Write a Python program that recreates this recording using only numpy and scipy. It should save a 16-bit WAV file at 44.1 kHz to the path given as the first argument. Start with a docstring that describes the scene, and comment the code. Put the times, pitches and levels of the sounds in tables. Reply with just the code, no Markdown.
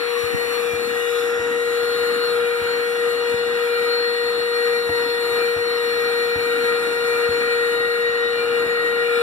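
"""A cordless handheld vacuum works over the carpet of a car's footwell, close to a two-port microphone.
It runs throughout: the motor hums and whines on multiples of one shaft speed, and air rushes through it as noise.
At first the seat half hides the tool and knocks hit the microphone's case, as decaying modes of opposite sign.
Then forward pushes open and swell the sound, landings thud as struck modes, the pile rubs and fine grit ticks.
Towards the end the shaft has slowed a little and the tool is drawn back towards the microphone."""
import sys
import numpy as np
from scipy import signal
from scipy.fft import rfft, irfft
from scipy.io import wavfile
from scipy.ndimage import uniform_filter1d

SR = 44100
rng = np.random.default_rng(int(sys.argv[2]) if len(sys.argv) > 2 else 0)


def generate_wav(sig):
    """Save sig (samples, or channels by samples) to the path in sys.argv[1] as 16-bit PCM at SR."""
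    pcm = np.round(np.clip(np.atleast_2d(sig).T, -1, 1) * 32767).astype(np.int16)
    wavfile.write(sys.argv[1], SR, pcm)


N = 406602
T = np.arange(N) / SR
BINS_HZ = np.maximum(np.arange(N // 2 + 1) * SR / N, 1)
TOP_HZ = 14280  # upper edge of the microphone's band

# the two ports: f/Hz, left minus right/dB, coherence/0-1
PORTS = [(49.7, -6, 0.01), (109, 4.5, 0), (252, 7, 0.7), (386, 19, 0.04), (614, 8, 0.63), (1030, 0, 0.93),
         (1280, -1, 0.9), (1510, -6.5, 0.27), (1760, 2.5, 0.8), (2310, 4.5, 0.91), (2410, -0.5, 0.45),
         (3000, 7, 0.47), (3230, -4, 0.66), (3610, 8, 0), (4000, -6.5, 0.74), (5140, -4, 0.9),
         (5250, 11, 0.76), (5730, -6, 0.45), (6570, 6, 1), (6950, 2.5, 0.17), (11600, 12.5, 0.01)]
# the nozzle lands: t/s, thud peak/dB, contact/ms, left minus right/dB, dip of the hum/dB (negative lifts it),
# thock peak/dB
BUMPS = [(0.238, -29, 3.3, 3, 2, -39), (0.347, -44, 3.7, -6, 1.5, -22.5), (.734, -27, 2.8, 5, 3.5, -30),
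         (1.394, -30, 2.2, 1, 3, -38), (2.01, -39, 3.3, 2, -2, -42), (2.617, -30, 2.8, 1, 4, -33),
         (3.342, -41, 2, 10, -2.5, -24), (4.893, -22, 1.6, -2, 3, -33), (5.564, -25, 1.4, 0, 2.5, -46),
         (6.358, -23, 2.6, -2, 3, -28), (7.29, -27, 3.5, -3, 4.5, -23.5), (8.094, -43, 1.73, 4, 0.5, -33),
         (8.662, -38, 2.2, -3, 6, -29)]


def undb(db):
    """Decibels to gain."""
    return 10 ** (np.asarray(db) / 20)


def curves(table):
    """Each column of a time table, sample by sample."""
    s, *columns = np.transpose(table)
    return [np.interp(T, s, column) for column in columns]


def across(table, hz):
    """Each column of a frequency table, read on a log axis."""
    f, *columns = np.transpose(table)
    return [np.interp(np.log(hz), np.log(f), column) for column in columns]


def walk(rate):
    """Smooth chance with spread 1 that changes about `rate` times a second."""
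    step = max(int(SR / rate), 2)
    steps = np.repeat(rng.standard_normal(N // step + 2), step)
    smooth = uniform_filter1d(uniform_filter1d(steps, step), step)[:N]
    return smooth / smooth.std()


def swells(rows):
    """Sum of smooth swells, each (s, half length s, height)."""
    return sum(height * np.exp(-((T - s) / length) ** 2) for s, length, height in rows)


def pan(db):
    """Left and right gains of constant power for a level difference."""
    gains = undb(np.array([[.5], [-.5]]) * db)
    return gains / np.sqrt(np.mean(gains ** 2, axis=0))


def lead(hz):
    """Phase by which a sound reaches the left port first."""
    # phase lead of the left port: f/Hz, lead/rad
    lead_curve = [(50, 3), (110, 2.6), (240, 0.5), (470, -0.5), (1000, 0), (1420, 0.82), (1600, 2.15),
                  (2000, 2.6), (2500, 3.8), (2850, 5.9), (3250, 6.3), (4200, 9.3), (4600, 9.5),
                  (4900, 12.4), (5700, 12.6), (5900, 15.4), (6750, 15.7), (7100, 18), (14300, 35.5)]
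    return np.interp(hz, *np.transpose(lead_curve))


def resonances(table):
    """Gain of steep-sided air resonances, each (Hz, width Hz, dB), added in power."""
    return np.sqrt(sum((undb(db) / (1 + ((BINS_HZ - hz) / width) ** 2 * 2)) ** 2
                       for hz, width, db in table))


def turbulence(gain):
    """Air noise of a given colour, partly shared by the two ports."""
    balance_db, coherence = across(PORTS, BINS_HZ)
    shared = np.sqrt(np.clip(coherence, 0, 1))
    common, left, right = rfft(rng.standard_normal((3, N)))
    arrivals = np.array([common, common * np.exp(-1j * lead(BINS_HZ))])
    ports = np.sqrt(shared) * arrivals + np.sqrt(1 - shared) * np.array([left, right])
    # this scaling lets the gain count as level per Hz
    return irfft(ports * pan(balance_db) * gain * np.sqrt(SR / 2), N)


def tone(angle, lead_rad, balance_db, flutter):
    """One partial of rms 1; turbulence shakes its size and phase, a little differently at each port."""
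    common, left, right = (walk(70) + 1j * walk(70) for _ in range(3))
    shake = (common + np.array([left, right])) / np.sqrt(2)
    steady = np.exp(1j * (angle + 2 * np.pi * rng.random()))
    # the last factor keeps the level the same however strong the flutter is
    z = steady * (1 + flutter * shake) * np.sqrt(2 / (1 + 2 * flutter ** 2))
    return pan(balance_db) * np.array([z[0].real, (z[1] * np.exp(-1j * lead_rad)).real])


def ring(modes):
    """A quarter second of decaying modes."""
    t = T[:SR // 4]
    return sum(undb(db - 60 * t / t60) * np.sin(2 * np.pi * hz * t) for hz, db, t60 in modes)


def bend(x, shift):
    """Slide every frequency of a noise by a moving share, by reading it at a varying speed."""
    place = np.cumsum(1 + shift) % (N - 1)
    return np.array([np.interp(place, np.arange(N), channel) for channel in x])


def hand():
    """What the hand does: pushes forward, seals the nozzle on landing, draws back, hides the tool behind the seat."""
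    # forward pushes that tip the nozzle open: furthest point t/s, half length/s, opening/0-1
    push_rows = [(0.17, 0.092, 0.4), (0.63, 0.078, 0.67), (1.17, 0.093, 0.9), (1.79, 0.092, 0.3),
                 (2.06, 0.083, 0.6), (2.32, 0.16, 0.75), (3.07, 0.045, 1), (3.31, 0.029, 0.57),
                 (3.78, 0.22, 0.45), (4.68, 0.094, 0.76), (4.98, 0.05, 0.5), (5.38, 0.11, 0.6),
                 (6.23, 0.085, 0.5), (6.66, 0.15, 0.63), (7.25, 0.16, 0.73), (7.65, 0.2, 0.52),
                 (8.6, 0.11, 0.74), (9.19, 0.092, 1)]
    # how far the tool is drawn back towards the microphone: t/s, closeness/0-1
    drawn_back = [(0, 0.35), (3.4, 0), (6.3, 0.65), (7.5, 0.97), (8.1, 0.6), (8.9, 0.76), (9.2, 1)]
    # how closely the seat hides the tool: t/s, closeness/0-1
    seat_cover = [(0, 1), (.55, 0.99), (.8, 0.52), (1.1, 0.6), (1.3, 0)]
    # after a landing the pile seals the nozzle for a moment
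    seal_delay_s, seal_half_s = 0.079, 0.11
    seal = swells([(s + seal_delay_s, seal_half_s, 1) for s, *_ in BUMPS])
    return np.array([swells(push_rows), seal, curves(drawn_back)[0], curves(seat_cover)[0]])


def follow(response_db, moves):
    """Level in dB of a sound that follows the moves of the hand."""
    return response_db[0] + np.array(response_db[1:]) @ moves


def motor(moves):
    """Rotor hum, fan overtones and bearing tones, all tied to one slightly unsteady shaft."""
    # shaft speed, sagging with the battery: t/s, turns per second/Hz
    shaft_speed = [(0.0, 474.85), (4.3, 474.95), (4.9, 473.55), (6.2, 473.3), (6.5, 472.85), (7.2, 473.0),
                   (7.8, 472.6), (8.5, 472.55), (8.9, 472.1), (9.2, 472.4)]
    speed = curves(shaft_speed)[0] + .14 * walk(10) + .12 * walk(3)
    angle, mean_hz = 2 * np.pi * np.cumsum(speed) / SR, speed.mean()
    out = hum(angle, mean_hz, moves)
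    out += overtones(angle, mean_hz, moves)
    out += fifth_overtone(angle)
    out += faint_overtones(angle, mean_hz, moves[0])
    return out + bearing_tones(angle, mean_hz)


def hum(angle, mean_hz, moves, pan_db=6.5, seat_pan_db=8, waver_db=0.41, dip_s=0.012):
    """The rotor shakes the housing once a turn."""
    # hum and the hand: level/dB, then change/dB for a full push, the seal, drawn back, behind the seat
    hum_response = (-22, 3, -0.2, -0.5, -2)
    # each landing briefly shifts the shaking of the housing, mostly damping it
    dip_db = swells([(s + dip_s / 2, dip_s, db) for s, _, _, _, db, _ in BUMPS])
    # the seat shades the hum from the right port
    partial = tone(angle, lead(mean_hz), pan_db + seat_pan_db * moves[3], flutter=0.058)
    return partial * undb(follow(hum_response, moves) + waver_db * walk(13) - dip_db)


def overtones(angle, mean_hz, moves, waver_db=1.5, swell_waver_db=4.0):
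    """Multiples of the shaft speed that follow the hand or swell and fade in the cabin's standing waves."""
    # overtones that follow the hand: multiple, left minus right/dB, flutter share, random fading/dB,
    # response (level/dB, then change/dB for a full push, the seal, drawn back, behind the seat)
    strong = [(7, -2, 0.45, 1.5, (-48.5, -2, -10, -12, 7)), (15, -1, 0.64, 3, (-62.5, 9.5, 5.5, -2.5, -5))]
    # second overtone through the standing waves: t/s, level before gain/dB
    second_level = [(0, -57), (0.12, -41), (0.24, -57), (0.38, -44), (0.48, -49), (0.57, -42), (0.7, -58),
                    (1.0, -63.1), (1.26, -56), (1.45, -40.5), (1.721, -60.9), (2.25, -53), (2.65, -42.5),
                    (3.02, -57), (3.25, -44.5), (3.75, -47), (4.85, -45), (4.98, -38.5), (5.549, -46),
                    (7.7, -47), (7.95, -59), (9.22, -53)]
    # third: t/s, level before gain/dB
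    third_level = [(0, -51), (0.9, -49), (1.2, -37), (2.3, -38.5), (3.3, -42), (4.7, -40.5), (6.3, -41),
                   (6.6, -35), (7.6, -34), (8.0, -34.5), (8.6, -34), (8.85, -35), (9.2, -33.5)]
    # fourth: t/s, level before gain/dB
    fourth_level = [(0, -40), (0.22, -41), (0.4, -29), (0.6, -45), (1.0, -30), (1.2, -38), (1.55, -30),
                    (1.9, -40), (2.04, -31), (2.241, -40), (2.7, -33.5), (4.9, -30.5), (7.2, -30.5),
                    (8.2, -26), (8.48, -38.5), (8.661, -28), (8.9, -25.5), (9.22, -38)]
    # sixth: t/s, level before gain/dB
    sixth_level = [(0, -54), (0.8, -54), (1.0, -39), (1.3, -52), (1.85, -51), (2.05, -46.5), (2.7, -42.5),
                   (3.1, -44), (3.6, -41.5), (4.1, -48), (5.2, -50), (5.4, -42), (5.7, -51), (7.6, -48.5),
                   (7.85, -45), (8.2, -45), (8.5, -38), (8.85, -47), (9.15, -39.5)]
    # eighth: t/s, level before gain/dB
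    eighth_level = [(0, -56), (0.9, -53), (1.4, -61), (1.7, -45), (2.3, -43), (2.6, -56), (4.0, -47),
                    (4.4, -45), (6.3, -44.5), (6.8, -43.5), (7.6, -43), (8.4, -41.5), (9.2, -45)]
    # ninth, from the fan blades: t/s, level before gain/dB
    blade_level = [(0, -38.5), (0.44, -42.5), (0.56, -37), (0.7, -53), (0.85, -34.5), (1.02, -55),
                   (1.22, -46), (1.38, -66), (1.62, -47), (1.8, -37), (2.3, -35.5), (2.42, -46),
                   (2.698, -40), (3.45, -41), (3.65, -41.5), (3.95, -31.5), (4.398, -36.5), (5.5, -35),
                   (5.75, -36), (9.22, -41.5)]
    # twelfth: t/s, level before gain/dB
    twelfth_level = [(0.1, -52.5), (0.7, -52.5), (0.95, -63), (1.35, -52), (1.9, -66), (2.5, -58),
                     (3.2, -58), (3.8, -65), (4.6, -58), (4.95, -55), (5.2, -63), (5.6, -54.5), (6.35, -54),
                     (6.55, -58), (6.8, -59), (7.4, -58), (7.8, -69), (8.3, -59), (8.75, -68), (9.2, -59)]
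    # eighteenth: t/s, level before gain/dB
    eighteenth_level = [(0, -62), (1.2, -61), (1.8, -64), (3.1, -56), (3.6, -60), (4.55, -52), (4.85, -59),
                        (5.2, -52), (6.0, -55), (7.3, -60), (8.2, -64), (8.9, -61), (9.15, -54)]
    # multiple, left minus right/dB, flutter share, gain/dB, level curve
    swelling = [(2, 0, 0.1, 0, second_level), (3, -3.5, 0.2, 0.5, third_level),
                (4, 2, 0.086, 1.5, fourth_level), (6, 6, 0.29, 0, sixth_level),
                (8, 5, 0.45, 0.5, eighth_level), (9, 4.5, 0.13, 3, blade_level),
                (12, -3, 0.3, 2, twelfth_level), (18, 4.5, 0.38, 2.5, eighteenth_level)]

    def overtone(k, balance_db, flutter, db):
        """One multiple of the shaft speed, wavering a little in level."""
        return tone(k * angle, lead(k * mean_hz), balance_db, flutter) * undb(db + waver_db * walk(22))

    out = np.zeros((2, N))
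    for k, balance_db, flutter, fade_db, response_db in strong:
        out += overtone(k, balance_db, flutter, follow(response_db, moves) + fade_db * walk(7))
    for k, balance_db, flutter, gain_db, level in swelling:
        level_db = gain_db + curves(level)[0] + swell_waver_db * flutter * walk(14)
        out += overtone(k, balance_db, flutter, level_db)
    return out


def fifth_overtone(angle, level_db=-48, pan_db=1, lead_rad=-1.7, waver_db=1.5):
    """The fifth multiple of the shaft speed stays low between brief surges."""
    # surges: t/s, added level/dB, half length/s
    surges = [(0.502, 6, 0.1), (0.713, 14, 0.12), (1.14, 3, 0.05), (2.438, 10, 0.08), (3.716, 11, 0.08),
              (4.582, 10, 0.044), (4.75, 15, 0.045), (5.417, 15.6, 0.054), (6.08, 11, 0.12),
              (6.72, 11, 0.084), (7.147, 16, 0.075), (8.41, 16, 0.06), (8.52, 13.5, 0.053)]
    surge_db = swells([(s, length, db) for s, db, length in surges])
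    partial = tone(5 * angle, lead_rad, pan_db, flutter=.22)
    return partial * undb(level_db + surge_db + waver_db * walk(22))


def faint_overtones(angle, mean_hz, push, offset_db=-1, push_db=12.0, fading_db=4.5):
    """High multiples of the shaft speed that fade at random and rise with each push."""
    # faint overtones: multiple, level before offset/dB
    faint = [(17, -66), (20, -70), (21, -67), (24, -69)]
    out = np.zeros((2, N))
    for k, db in faint:
        hz = k * mean_hz
        partial = tone(k * angle, lead(hz), across(PORTS, hz)[0], flutter=0.27)
        out += partial * undb(db + offset_db + push_db * push + fading_db * walk(2.92))
    return out


def bearing_tones(angle, mean_hz):
    """Bearing tones lie between the multiples and keep a fixed ratio to the shaft."""
    # bearing tones: f at mean speed/Hz, level/dB, left minus right/dB
    bearing = [(766.7, -47, 2), (1558, -48.5, -1), (1800, -63, 9), (2730, -48, 0)]
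    out = np.zeros((2, N))
    for hz, db, balance_db in bearing:
        out += tone(angle * hz / mean_hz, lead(hz), balance_db, flutter=0.086) * undb(db)
    return out


def airflow(moves, suction):
    """Turbulent air excites the nozzle, bin, slots and vents and echoes off the carpet, over a broad rush."""
    air = mouth() + nozzle_air(moves) + bin_air(moves, suction) + slot_air() + vent_air(moves)
    air += gap_air(moves[3])
    return carpet_echo(air, moves[0]) + rush(moves)


def mouth(centre_hz=1270, width_hz=70, wander=0.018):
    """A breathy whistle at the nozzle's mouth; it slides and swells as the gap to the floor changes."""
    # whistling resonance of the mouth: t/s, f/Hz, level/dB per Hz
    mouth_path = [(0, 1290, -67), (0.17, 1170, -53), (0.27, 1228, -58), (0.45, 1200, -63),
                  (0.59, 1164, -54), (0.75, 1290, -54.5), (0.9, 1330, -60), (1.17, 1232, -56),
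                  (1.4, 1340, -59), (2.0, 1302, -64), (2.32, 1253, -54), (2.5, 1318, -64),
                  (4.3, 1328, -63.5), (4.65, 1240, -58), (4.9, 1330, -65), (6.2, 1292, -56),
                  (6.5, 1330, -63), (8.3, 1313, -61), (9.2, 1293, -55)]
    hz, db = curves(mouth_path)
    whistle = turbulence(resonances([(centre_hz, width_hz, 0)]))
    return bend(whistle, hz / centre_hz - 1 + wander * walk(8)) * undb(db)


def nozzle_air(moves):
    """Narrow air resonances of the nozzle, stronger when a push opens it."""
    # nozzle resonances: f/Hz, width/Hz, level before the hand's response/dB per Hz
    nozzle_modes = [(1249, 24, -55), (1388.6, 22, -52)]
    # nozzle and the hand: offset/dB, then change/dB for a full push, the seal, drawn back, behind the seat
    nozzle_response = (0, 6.5, -3.5, 2.5, -4.5)
    return turbulence(resonances(nozzle_modes)) * undb(follow(nozzle_response, moves) + walk(17))


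def bin_air(moves, suction):
    """Air resonances of the bin, wandering in pitch and rising as the tool is drawn back."""
    # bin resonances: f/Hz, width/Hz, level before the hand's response/dB per Hz
    bin_modes = [(1713, 110, -65.5), (2311, 136, -59.5), (2867, 70, -66.5)]
    # bin and the hand: offset/dB, then change/dB for a full push, the seal, drawn back, behind the seat
    bin_response = (-0.5, 1, 0, 6, 1)
    air = bend(turbulence(resonances(bin_modes)), 0.012 * walk(5))
    return air * undb(follow(bin_response, moves) + 0.14 * suction + walk(16))


def slot_air(offset_db=0.9):
    """Air resonances of the exhaust slots, wandering in pitch and level."""
    # slot resonances: f/Hz, width/Hz, level before the slow curve and offset/dB per Hz
    slot_modes = [(3486, 137, -70), (3767, 150, -68), (3910, 81, -69), (4430, 360, -96), (5210, 89, -76)]
    # slow level of the slots' rush, used relative to its mean: t/s, level/dB
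    slot_level = [(0.0, -44), (1.0, -42.5), (1.2, -38.5), (1.33, -44.5), (1.71, -42.5), (2.28, -43.5),
                  (2.51, -43), (4.74, -42), (4.82, -42), (4.97, -39.5), (5.66, -47.5), (5.71, -40.5),
                  (9.05, -45), (9.2, -37.5)]
    level_db = curves(slot_level)[0]
    air = bend(turbulence(resonances(slot_modes)), 0.009 * walk(6))
    return air * undb(offset_db + level_db - level_db.mean() + walk(9))


def vent_air(moves):
    """Broad exhaust noise from the vents."""
    # colour of the vents: f/Hz, level before the hand's response/dB per Hz
    vent_colour = [(700, -87.5), (1350, -59.5), (1600, -62), (1900, -61.5), (2120, -68), (2450, -65.5),
                   (2650, -72.5), (3100, -74), (3700, -76), (4100, -81), (4450, -76.5), (4850, -91),
                   (6500, -102), (9000, -110)]
    # vents and the hand: offset/dB, then change/dB for a full push, the seal, drawn back, behind the seat
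    vent_response = (-0.5, 1.5, 0.5, -1.5, -1)
    air = turbulence(undb(across(vent_colour, BINS_HZ)[0]))
    return air * undb(follow(vent_response, moves) + walk(14))


def gap_air(seat):
    """The narrow gap beside the seat resonates while the tool is behind it."""
    # gap resonances when fully hidden: f/Hz, width/Hz, level/dB per Hz
    gap_modes = [(2250, 280, -62), (2570, 95, -61)]
    return turbulence(resonances(gap_modes)) * seat


def carpet_echo(x, push, share=0.31, lag_ms=1.123, push_ms=0.027, sway_ms=0.073):
    """A reflection off the floor whose path changes as the hand moves, so the colour wanders."""
    late = T - (lag_ms + push_ms * push + sway_ms * walk(5)) / 1000
    echo = np.array([np.interp(late, T, channel) for channel in x])
    return (x + share * echo) / np.hypot(1, share)


def rush(moves):
    """The broad low rush of turbulent air."""
    # colour of the rush: f/Hz, level before the hand's response/dB per Hz
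    rush_colour = [(20, -75), (40, -73), (62, -78.5), (100, -71.5), (150, -71.5), (250, -68), (350, -63),
                   (450, -62.5), (520, -64), (600, -71), (720, -66.5), (880, -72), (1200, -69),
                   (2500, -105)]
    # rush and the hand: offset/dB, then change/dB for a full push, the seal, drawn back, behind the seat
    rush_response = (-2.5, 1, 0.8, 2, 0.058)
    air = turbulence(undb(across(rush_colour, BINS_HZ)[0]))
    return air * undb(follow(rush_response, moves) + 1.56 * walk(14))


def hiss(suction, low_db, flicker_db=1.0, split_hz=9000):
    """Air drawn through the pile; its lower part grows and shrinks against the rest."""
    # colour of the suction hiss: f/Hz, level before the slow curve/dB per Hz
    hiss_colour = [(3000, -100), (5600, -92.5), (6100, -83), (6550, -84), (7000, -82.5), (8300, -84),
                   (9500, -83), (10700, -81), (12400, -83.5), (13100, -87.5), (14300, -86.5)]
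    colour = undb(across(hiss_colour, BINS_HZ)[0])
    low_share = 1 / (1 + (BINS_HZ / split_hz) ** 12)
    low = turbulence(colour * np.sqrt(low_share)) * undb(low_db)
    high = turbulence(colour * np.sqrt(1 - low_share))
    return shifting(low + high) * undb(suction + flicker_db * walk(22))


def shifting(x, shift_db=1.0, rate=4.0, count=7):
    """The colour of a hiss drifts: overlapping bands swell and fade slowly, each on its own."""
    centres = np.linspace(6000, TOP_HZ, count)
    spectrum = rfft(x)
    out = np.zeros((2, N))
    for band in np.eye(count):
        part = irfft(spectrum * np.interp(BINS_HZ, centres, band), N)
        out += part * undb(shift_db * walk(rate))
    return out


def bumps(knock_db=-7.5):
    """The nozzle knocks and pushes the floor pan through the carpet; a longer contact gives a duller thud."""
    # carpeted floor pan: f/Hz, level/dB, t60/s
    floor_modes = [(95, 7.5, 0.16), (137, 7, 0.11), (176, -3, 0.05), (301, 13, 0.074)]
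    # plastic nozzle: f/Hz, level before the contact's share/dB, t60/s
    knock_modes = [(385, -10, 0.065), (590, -10, .04), (709, -0.5, 0.064), (870, 0, 0.044)]
    # hollow body of the tool, relative levels: f/Hz, level/dB, t60/s
    thock_modes = [(179, 10, 0.02), (265, -3, 0.018)]
    out, floor, knock, thock = np.zeros((2, N)), ring(floor_modes), ring(knock_modes), ring(thock_modes)
    thock /= np.abs(thock).max()
    ms = 1000 * T[:SR // 50]
    for s, db, contact_ms, pan_db, _, thock_db in BUMPS:
        press = np.sin(np.pi * np.minimum(ms / contact_ms, 1)) ** 2
        thud = signal.fftconvolve(press, floor)[:len(floor)]
        # a shorter contact also knocks the plastic harder
        blow = thud / np.abs(thud).max() + undb(knock_db) * (2 / contact_ms) * knock
        i = int(s * SR)
        out[:, i:i + len(blow)] += pan(pan_db) * (undb(db) * blow + undb(thock_db) * thock)
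    return out


def scuffs(hz=285, width_hz=95, judder_db=2):
    """The dragged nozzle judders on the pile and makes the tube murmur."""
    # drags over the pile: t/s, level/dB, half length/s
    drags = [(0.335, -39, 0.034), (0.88, -36.5, 0.064), (1.537, -41.5, 0.088), (2.152, -41.5, 0.054),
             (2.773, -45, 0.075), (3.33, -45, 0.044), (3.524, -45, 0.075), (5.059, -40, .04),
             (5.167, -40, 0.048), (6.629, -39.5, 0.14), (6.885, -39, 0.035), (7.303, -49, 0.043),
             (7.41, -44, 0.025)]
    rub = turbulence(resonances([(hz, width_hz, 0)]))
    strokes = swells([(s, length, undb(db)) for s, db, length in drags])
    return rub / rub.std() * strokes * undb(judder_db * walk(50))


def grit(suction, size_db=-59, pan_db=9):
    """Fine grains tick densely against the plastic tube, more of them as the suction hiss rises."""
    # ringing of the tube: f/Hz, level before the grain's size/dB, t60/s
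    tube_modes = [(2390, 0, 0.0077), (3950, -8, 0.0053), (7440, -14, 0.0092), (9480, 10.5, 0.0041),
                  (10900, 9, 0.0027), (12900, 1, .002)]
    per_second = 420 * undb(2 * suction)
    hit = rng.random(N) < per_second / SR
    # grain sizes spread over 6 dB, with either sign
    sizes = undb(np.minimum(2 * rng.exponential(size=N), 6)) * rng.choice([-1, 1], N)
    ticks = signal.fftconvolve(hit * sizes, ring(tube_modes))[:N]
    return pan(pan_db) * undb(size_db) * ticks


def taps():
    """Knocks on the microphone's case push one port and pull the other."""
    # knocks: t/s, peak/dB, left minus right/dB
    tap_rows = [(0.235, -25, 7), (0.333, -25, 1), (0.346, -13, 0), (0.363, -24, 0)]
    # ringing of the case, relative levels: f/Hz, level/dB, t60/s
    case_modes = [(140, 3, 0.022), (230, -3, 0.016)]
    out, case = np.zeros((2, N)), ring(case_modes)
    case /= np.abs(case).max()
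    for s, db, pan_db in tap_rows:
        i = int(s * SR)
        out[:, i:i + len(case)] += pan(pan_db) * np.array([[-1], [1]]) * undb(db) * case
    return out


def scene():
    """The running vacuum and what it touches."""
    # slow change of the suction hiss: t/s, level/dB, extra level of its lower part/dB
    hiss_level = [(0, 2, -0.5), (0.6, 3.5, -0.5), (0.85, 0.5, 2.5), (1.15, 2.5, 2), (1.45, -4, 5),
                  (1.8, 2, -0.5), (2.25, 1.5, -2), (2.45, -1, 0), (3.0, -1, 1.5), (3.5, -3, 4),
                  (3.72, 2.5, -3), (4.0, -2.5, 2), (4.7, 2.5, -2.5), (4.9, 0.5, -0.5), (5.4, 3, -2.5),
                  (5.65, -0.5, 0), (6.0, 1.5, -0.5), (6.4, 0.5, -2), (6.7, 1, 1.5), (7.5, 0.8, 0),
                  (8.25, -5, -0.5), (8.6, -1.5, -1), (8.9, -3, 0.5), (9.2, -0.5, -4)]
    moves = hand()
    suction, low_db = curves(hiss_level)
    machine = motor(moves) + airflow(moves, suction) + hiss(suction, low_db)
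    return machine + bumps() + scuffs() + grit(suction) + taps()


def record(dry, low_cut_hz=66):
    """The recorder drops the deepest bass and cuts the top steeply."""
    low_cut = signal.butter(3, low_cut_hz, "high", fs=SR, output="sos")
    top_cut = signal.ellip(12, .1, 80, TOP_HZ, fs=SR, output="sos")
    return signal.sosfilt(top_cut, signal.sosfilt(low_cut, dry))


dry = scene()
out = record(dry)
generate_wav(out)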